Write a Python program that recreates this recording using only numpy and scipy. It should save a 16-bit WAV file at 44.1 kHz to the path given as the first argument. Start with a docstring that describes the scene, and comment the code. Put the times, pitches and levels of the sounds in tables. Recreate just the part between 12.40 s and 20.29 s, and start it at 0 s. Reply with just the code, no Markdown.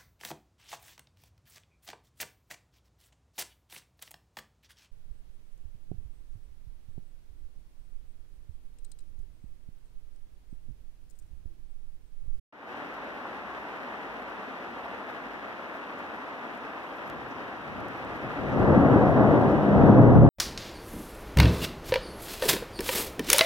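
"""Steady rain on a roof and the fields around it, heard through a small pair of microphone ports.
Far drops merge into a wash; close by, fine ones fizz and tick, heavy ones knock on the roof and drips
splash below the eaves. An engine drones faintly in the distance. After four and a half seconds thunder
creeps in and the shower soon thickens. Shock waves from the branches of the lightning pile up into two
loud rolls, coloured by reflections between the roof and walls of the house."""
import sys
import numpy as np
from scipy import signal
from scipy.fft import rfft, irfft
from scipy.io import wavfile
from scipy.ndimage import uniform_filter1d, minimum_filter1d

SR = 44100
rng = np.random.default_rng(int(sys.argv[2]) if len(sys.argv) > 2 else 0)


def master_out(mix):
    """Clip the mix to full scale and print it as 16-bit PCM to the path in sys.argv[1]."""
    frames = np.transpose(np.atleast_2d(mix))
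    ceiling = np.clip(frames, -1, 1)
    pcm = np.round(ceiling * 32767).astype(np.int16)
    wavfile.write(sys.argv[1], SR, pcm)


N = 347949
TIME, FREQ = np.arange(N) / SR, np.fft.rfftfreq(N, 1 / SR)

# Tone of the rain on roof and fields. Each row: frequency in Hz, relative level in dB.
RAIN_SPECTRUM = [(25, -27), (60, -14.5), (140, -12.5), (210, -2.5), (290, 1.5), (360, -2), (800, 0.4),
                 (1300, -2), (1900, -3.5), (2800, -13.5), (4300, -26.5), (6200, -34.5), (7800, -42),
                 (15000, -43.5)]
# How alike the rain is at the two ports. Each row: frequency in Hz, coherence from 0 to 1.
RAIN_COHERENCE = [(50, 0.5), (140, 0.3), (200, 0.73), (290, 0.9), (390, 0.51), (650, 0.85), (1100, 0.97),
                  (1320, 0.94), (1500, 0), (1800, 0.7), (2250, 0.96), (2600, 0.44), (2900, 0.14),
                  (3400, 0.5), (4600, 0.73), (5300, .5), (9000, 0.5)]
# Where the rain sits between the ports. 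Each row: frequency in Hz, left over right in dB.
RAIN_BALANCE = [(100, 5), (180, -2), (340, 3), (400, 1.5), (1150, 0), (1550, 5), (2100, -0.7), (2900, -1.5),
                (3700, 3.5), (6800, 5.5), (8500, 11), (12500, 9), (15500, 13.5)]
# How far the left port leads the right. Each row: frequency in Hz, phase in radians.
LEFT_PORT_LEAD = [(0, 0), (120, -.4), (175, .6), (310, -.4), (420, .15), (560, -.15), (1350, 0),
                  (1600, -2.5), (2200, -3.14), (2600, -3.9), (3150, -6.3), (3550, -6.2), (4500, -3.2),
                  (15200, 24.5)]
# Tone of fine drops close to the microphone. Each row: frequency in Hz, relative level in dB.
SPRAY_SPECTRUM = [(500, -18.5), (2500, 1), (5500, 6.5), (8000, -1.5), (13000, 5), (15500, 3.5)]
# The nearest drops. Each row: start in seconds, relative peak in dB, left over right in dB.
NEAR_DROPS = [(2.4475, -59, 9), (3.5912, -53, 8.5), (4.1513, -56, 9), (4.1753, -55, 9), (4.5733, -58, 9),
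              (5.404, -50, 4), (5.4841, -50, 13), (5.6493, -56, 14), (6.769, -55, 10), (7.1163, -56, 16),
              (7.6243, -48, 12.5)]
# Heavy drops on the roof. Each row: start in seconds, level in dB.
ROOF_KNOCKS = [(0.229, -35), (0.343, -32), (0.793, -37), (0.851, -30), (2.455, -34), (3.92, -35),
               (5.385, -30)]
# Pulls of the far engine. Each row: start and length in seconds, first and last firing rate in Hz,
# relative level in dB.
ENGINE_PULLS = [(0.363, 0.6, 47.2, 54.7, -67), (0.92, 0.39, 59, 63.6, -61), (1.57, 0.53, 47.5, 62.7, -63),
                (2.22, 0.4, 59.4, 56, -64), (2.76, .34, 49, 47, -60), (3.45, 1, 48, 44.7, -76)]
# Drips below the eaves. Each row: start in seconds, relative level in dB.
EAVES_DRIPS = [(0.535, -63), (4.9, -57), (4.95, -64), (6.12, -58), (6.65, -60), (7.091, -56), (7.749, -57)]
# Tone of thunder dulled by the air. Each row: frequency in Hz, relative level in dB.
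THUNDER_SPECTRUM = [(20, -23), (46, 0), (80, 2.5), (140, 0.5), (280, -1), (420, -7), (600, -7), (1000, -17),
                    (1500, -23.5), (2000, -29), (2600, -53), (4000, -60.5), (7000, -79)]
# Peaks and dips from reflections between roof and walls. Each row: centre and width in Hz,
# gain in dB before scaling by the wall depth.
WALL_RESONANCES = [(66, 13, -6.5), (117.4, 5.2, 11), (148.3, 23, 7.5), (177, 11, -5.5), (200.4, 10, 9),
                   (223, 15, 2.5), (230.4, 17, -1), (279, 15, 5.5), (443, 12, -2), (518, 33, 1),
                   (607, 11, -7)]
# How alike the thunder is at the two ports. Each row: frequency in Hz, coherence from 0 to 1.
THUNDER_COHERENCE = [(50, 0.78), (125, 0.59), (165, 0.27), (210, 0.67), (310, 0.93), (410, 0.56),
                     (550, 0.89), (1100, 0.97), (1320, 0.9), (1500, 0.061), (1800, 0.81), (2200, 1),
                     (2900, 0.26)]
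# Where the thunder sits between the ports. Each row: frequency in Hz, left over right in dB.
THUNDER_BALANCE = [(50, 7.5), (120, 1.5), (200, 3.5), (350, 2.5), (450, 2), (1100, 0), (1600, 0.5),
                   (2500, 0), (5000, 3)]
# One peal for each branch of the lightning. Each row: start and swell in seconds, boom level in dB,
# then roar, rumble and echo in dB relative to it, all before the band trims.
THUNDER_PEALS = [(4.581, 0.19, -51, 4.5, -7.5, -5.5), (5.155, 0.2, -47.5, 2, -13, -7),
                 (5.351, 0.049, -47.5, 11, -18, -12), (5.542, 0.12, -50, 7, -1, -7),
                 (5.778, 0.081, -42.5, 6, -12, -2.5), (5.923, 0.12, -40, 6, -9, -2),
                 (5.992, 0.37, -24, 3.5, -15, 1), (6.12, 0.11, -37, -1, -1.5, -14.5),
                 (6.442, 0.11, -29, 8.5, -20, -2.5), (6.727, 0.067, -31.5, 13, -16.5, -2.5),
                 (6.86, .11, -35, 11.5, -14, -10), (7.015, 0.029, -36, 13.5, -6, -17),
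                 (7.19, 0.23, -20.5, 1, -16, -7.5), (7.426, 0.082, -17.5, 1, -18.5, -9.5),
                 (7.539, 0.056, -16.5, 3, -14, -1.5), (7.599, 0.099, -12, -6, -23, -1.5),
                 (7.73, .11, -15.5, -6.5, -12, 4)]
# The strongest shocks in the rolls. Each row: time in seconds, peak at the left in dB, width in seconds.
SHOCK_FRONTS = [(6.379, -3, 0.0012), (6.562, -3, .001), (6.809, -4, 0.00092), (6.94, -9, 0.00077),
                (7.051, -8.5, 0.00046), (7.438, -3.5, 0.0011), (7.5008, 3, 0.00097), (7.587, -4, 0.00091)]


def amp(db):
    """Decibels to gain."""
    return 10 ** (np.asarray(db) / 20)


def unit(x):
    """Scales a sound so that the mean of its channels has rms 1."""
    return x / np.sqrt(np.mean(np.atleast_2d(x).mean(0) ** 2) + 1e-24)


def spectrum(points):
    """Joins (Hz, value) rows into a curve on a log-frequency axis."""
    hz, value = np.transpose(points)
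    return np.interp(np.log(FREQ + 1), np.log(hz + 1), value)


def colour(x, gain):
    """Filters by a gain for each frequency."""
    return irfft(rfft(x) * gain, N)


def below(hz, order=8):
    """Gain of a smooth low-pass."""
    return 1 / (1 + (FREQ / hz) ** order)


def around(hz, width_hz, order=2):
    """Gain of a smooth band-pass."""
    return 1 / (1 + (2 * (FREQ - hz) / width_hz) ** order)


def wander(hz):
    """Random drift of rms 1, up to about the given rate."""
    return unit(colour(rng.standard_normal(N), below(hz, order=4)))


def impacts(per_s, spread_db):
    """Two unrelated trains of clicks, most of them small and a few large."""
    size = amp(spread_db * np.minimum(rng.exponential(1, (2, N)), 4))
    return size * rng.choice([-1., 1.], (2, N)) * (rng.random((2, N)) < per_s / SR)


def bursts(events, rise_s, fall_s):
    """Envelope that rises and dies away at each (seconds, dB) event."""
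    ages = [(np.maximum(TIME - start, 0), db) for start, db in events]
    return sum(amp(db) * (1 - np.exp(-age / rise_s)) * np.exp(-age / fall_s) for age, db in ages)


def ports(pair, coherence, side_db):
    """Turns two unrelated sounds into what the left and right microphone ports hear."""
    left, unrelated = rfft(pair)
    coherence, ratio = np.clip(coherence, 0, 1), amp(side_db)
    lead = np.interp(FREQ, *np.transpose(LEFT_PORT_LEAD))
    right = (coherence * left + np.sqrt(1 - coherence ** 2) * unrelated) * np.exp(-1j * lead)
    return irfft(np.array([ratio * left, right]) / np.sqrt(1 + ratio ** 2), N)


def shower_db(from_s=5.34, to_s=6.12, rise_db=8, ease_db_per_s=0.5):
    """How hard it rains: steady, then thickening, then slowly easing."""
    return np.interp(TIME, [from_s, to_s], [0, rise_db]) - ease_db_per_s * np.maximum(TIME - to_s, 0)


def rain(level_db=-40, patter_db=-4, swell_db=0.45, flutter_db=0.31, shower_share=0.4):
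    """Countless drops out on the fields merge into a wash; nearer ones patter on the roof."""
    wash = unit(rng.standard_normal((2, N)))
    patter = amp(patter_db) * unit(impacts(per_s=1800, spread_db=3))
    drops = (wash + patter) * amp(swell_db * wander(hz=18) + flutter_db * wander(hz=30))
    drops = colour(drops, amp(spectrum(RAIN_SPECTRUM)))
    heard = ports(drops, spectrum(RAIN_COHERENCE), spectrum(RAIN_BALANCE))
    return amp(level_db + shower_share * shower_db()) * unit(heard)


def spray(level_db=-81, clump_db=6):
    """Fine drops fizz in clumps close by, nearer to the left port."""
    drops = impacts(per_s=4000, spread_db=4.5) * amp(clump_db * wander(hz=16))
    fizz = colour(drops, amp(spectrum(SPRAY_SPECTRUM)))
    return amp(level_db + shower_db()) * unit(ports(fizz, coherence=0.45, side_db=9))


def drop_ticks(splash_s=0.00033, trim_db=6.5, faint_per_s=3, faint_db=-68, spread_db=3, faint_side_db=9):
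    """Each drop beside the microphone is a tiny, dry splash, all treble; fainter ones fall at random."""
    out, t = np.zeros((2, N)), np.arange(400) / SR
    waits, sizes = rng.exponential(1, (60, 2)).T
    faint = [(start, faint_db + spread_db * min(size, 2), faint_side_db)
             for start, size in zip(np.cumsum(waits) / faint_per_s, sizes)]
    for start, db, side_db in list(NEAR_DROPS) + faint:
        splash = rng.standard_normal((2, len(t))) * t * np.exp(-t / splash_s)
        splash /= abs(splash).max(1, keepdims=True)
        splash *= amp([[side_db / 2], [-side_db / 2]])
        slot = out[:, round(start * SR):][:, :len(t)]
        slot += amp(db + trim_db) * splash[:, :slot.shape[1]]
    return colour(out, 1 - below(hz=1500, order=1))


def roof_knocks():
    """A heavy drop gives a dull, quickly damped knock on the roof."""
    ring = unit(colour(rng.standard_normal(N), around(hz=950, width_hz=600, order=4)))
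    return ring * bursts(ROOF_KNOCKS, rise_s=0.00092, fall_s=0.0065)


def far_engine(rough_db=2, trim_db=-2, side_db=2, ramp_s=0.16):
    """Only the firing tone of the engine carries this far; it swells and glides with each pull."""
    out = np.zeros(N)
    for start, length, first_hz, last_hz, db in ENGINE_PULLS:
        t = TIME - start
        firing_hz = np.interp(t, [0, length], [first_hz, last_hz])
        load = np.clip(np.minimum(t, length - t) / ramp_s, 0, 1)
        out += amp(db + trim_db) * load * unit(np.sin(2 * np.pi * np.cumsum(firing_hz) / SR))
    return out * amp(rough_db * wander(hz=8.4)) * amp([[side_db / 2], [-side_db / 2]])


def eaves_drips(trim_db=-4):
    """A drip lands below the eaves, a little to the left, and bursts into a short, soft hiss."""
    hiss = colour(rng.standard_normal((2, N)), around(hz=5600, width_hz=1800))
    heard = unit(ports(hiss, coherence=0.33, side_db=5))
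    return amp(trim_db) * heard * bursts(EAVES_DRIPS, rise_s=0.0048, fall_s=0.018)


def shock_crowd(lump_db=-0.02, wall_depths=(0.68, 1.11), harder_at_s=6.4, blend_s=0.24):
    """Shock waves from all along the lightning channel reach the house in a crowd, dulled by the air."""
    walls_db = sum(db * around(hz, width_hz) for hz, width_hz, db in WALL_RESONANCES)
    shocks = impacts(per_s=5000, spread_db=0.7) * amp(lump_db * wander(hz=21))
    # Partway through the first roll, the walls start to ring harder.
    mild, hard = (colour(shocks, amp(spectrum(THUNDER_SPECTRUM) + depth * walls_db))
                  for depth in wall_depths)
    blend = np.clip((TIME - harder_at_s) / blend_s, 0, 1)
    crowd = (1 - blend) * mild + blend * hard
    return ports(crowd, spectrum(THUNDER_COHERENCE), spectrum(THUNDER_BALANCE))


def peal(start, swell_s, echo_db, fall_db=5, echo_db_per_s=12.5):
    """Envelope of one peal: swell, fall (the quicker the swell, the quicker the fall), echo."""
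    t = TIME - start
    swell = np.sin(np.pi / 2 * np.clip(t / swell_s, 0, 1)) ** 2
    past_peak = np.maximum(t - swell_s, 0)
    return swell * amp(np.maximum(-fall_db * past_peak / swell_s, echo_db - echo_db_per_s * past_peak))


def thunder(trims_db=(-1.3, -2, -1.87, -18.5), dull_db_per_s=3, dull_pivot_s=5.8):
    """Peals pile up into rolls, each with its own mix of rumble, boom, roar and crackle."""
    crowd = shock_crowd()
    low, body, dull = below(hz=68), below(hz=300, order=3), below(hz=1223, order=6)
    upper = (1 - low) * (1 - body)
    bands = [low, (1 - low) * body, upper * dull, upper * (1 - dull)]  # rumble, boom, roar, crackle
    powers = 0
    for start, swell_s, boom_db, roar_db, rumble_db, echo_db in THUNDER_PEALS:
        # Later peals have come farther, so they keep less crackle.
        crackle_db = roar_db - dull_db_per_s * (start - dull_pivot_s)
        levels_db = boom_db + np.array([rumble_db, 0, roar_db, crackle_db]) + trims_db
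        powers += np.outer(amp(levels_db), peal(start, swell_s, echo_db)) ** 2
    return sum(np.sqrt(power) * unit(colour(crowd, band)) for power, band in zip(powers, bands))


def close_click(at_s=4.7, peak_db=-29, fall_s=0.00036):
    """One close, dry click with a full body, alike in both ports."""
    t = TIME - at_s
    return -amp(peak_db) * (t >= 0) * np.exp(-np.maximum(t, 0) / fall_s)


def thunder_thumps(side_db=3.5):
    """The strongest shock fronts stand out as rounded thumps, louder at the left port."""
    out = np.zeros(N)
    for at_s, db, width_s in SHOCK_FRONTS:
        offset_squared = ((TIME - at_s) / width_s) ** 2
        out -= amp(db) * (1 - offset_squared) * np.exp(-np.minimum(offset_squared, 100) / 2)
    return out * amp([[0], [-side_db]])


def scene():
    """What reaches the microphone: rain all round, drops close by, engine and thunder from afar."""
    around_house = rain() + spray() + drop_ticks() + roof_knocks() + eaves_drips() + close_click()
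    return around_house + far_engine() + thunder() + thunder_thumps()


def record(dry, low_cut_hz=36, ceiling_db=-0.6, hold_db=-11.5, recover_db_per_s=1, edge_hz=15550):
    """The recorder: low cut, fade-in, a gain control that ducks under the loudest roll, band limit."""
    heard = colour(dry, 1 - below(low_cut_hz, order=6))
    peak_db = 20 * np.log10(abs(heard).max(0) + 1e-9)
    power_db = 10 * np.log10(abs(uniform_filter1d((heard ** 2).mean(0), size=2600)) + 1e-12)
    excess_db = np.maximum(peak_db - ceiling_db, power_db - hold_db)
    # The gain drops at once on too much peak or power, then creeps back.
    recovery_db = TIME * recover_db_per_s
    over_db = np.maximum(np.maximum.accumulate(excess_db + recovery_db) - recovery_db, 0)
    duck_db = uniform_filter1d(minimum_filter1d(-over_db, size=200), size=200)
    on_s, open_s = 0.124, 0.33
    switch_on = np.clip((TIME - on_s) / 0.002, 0, 1)
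    fade_in = switch_on * amp(np.interp(TIME, [on_s, open_s], [-14, 0]))
    band_limit = signal.firwin(1023, edge_hz, window=("kaiser", 9), fs=SR)
    return signal.oaconvolve(heard * fade_in * amp(duck_db), band_limit[None], "same")


dry = scene()
out = record(dry)
master_out(out)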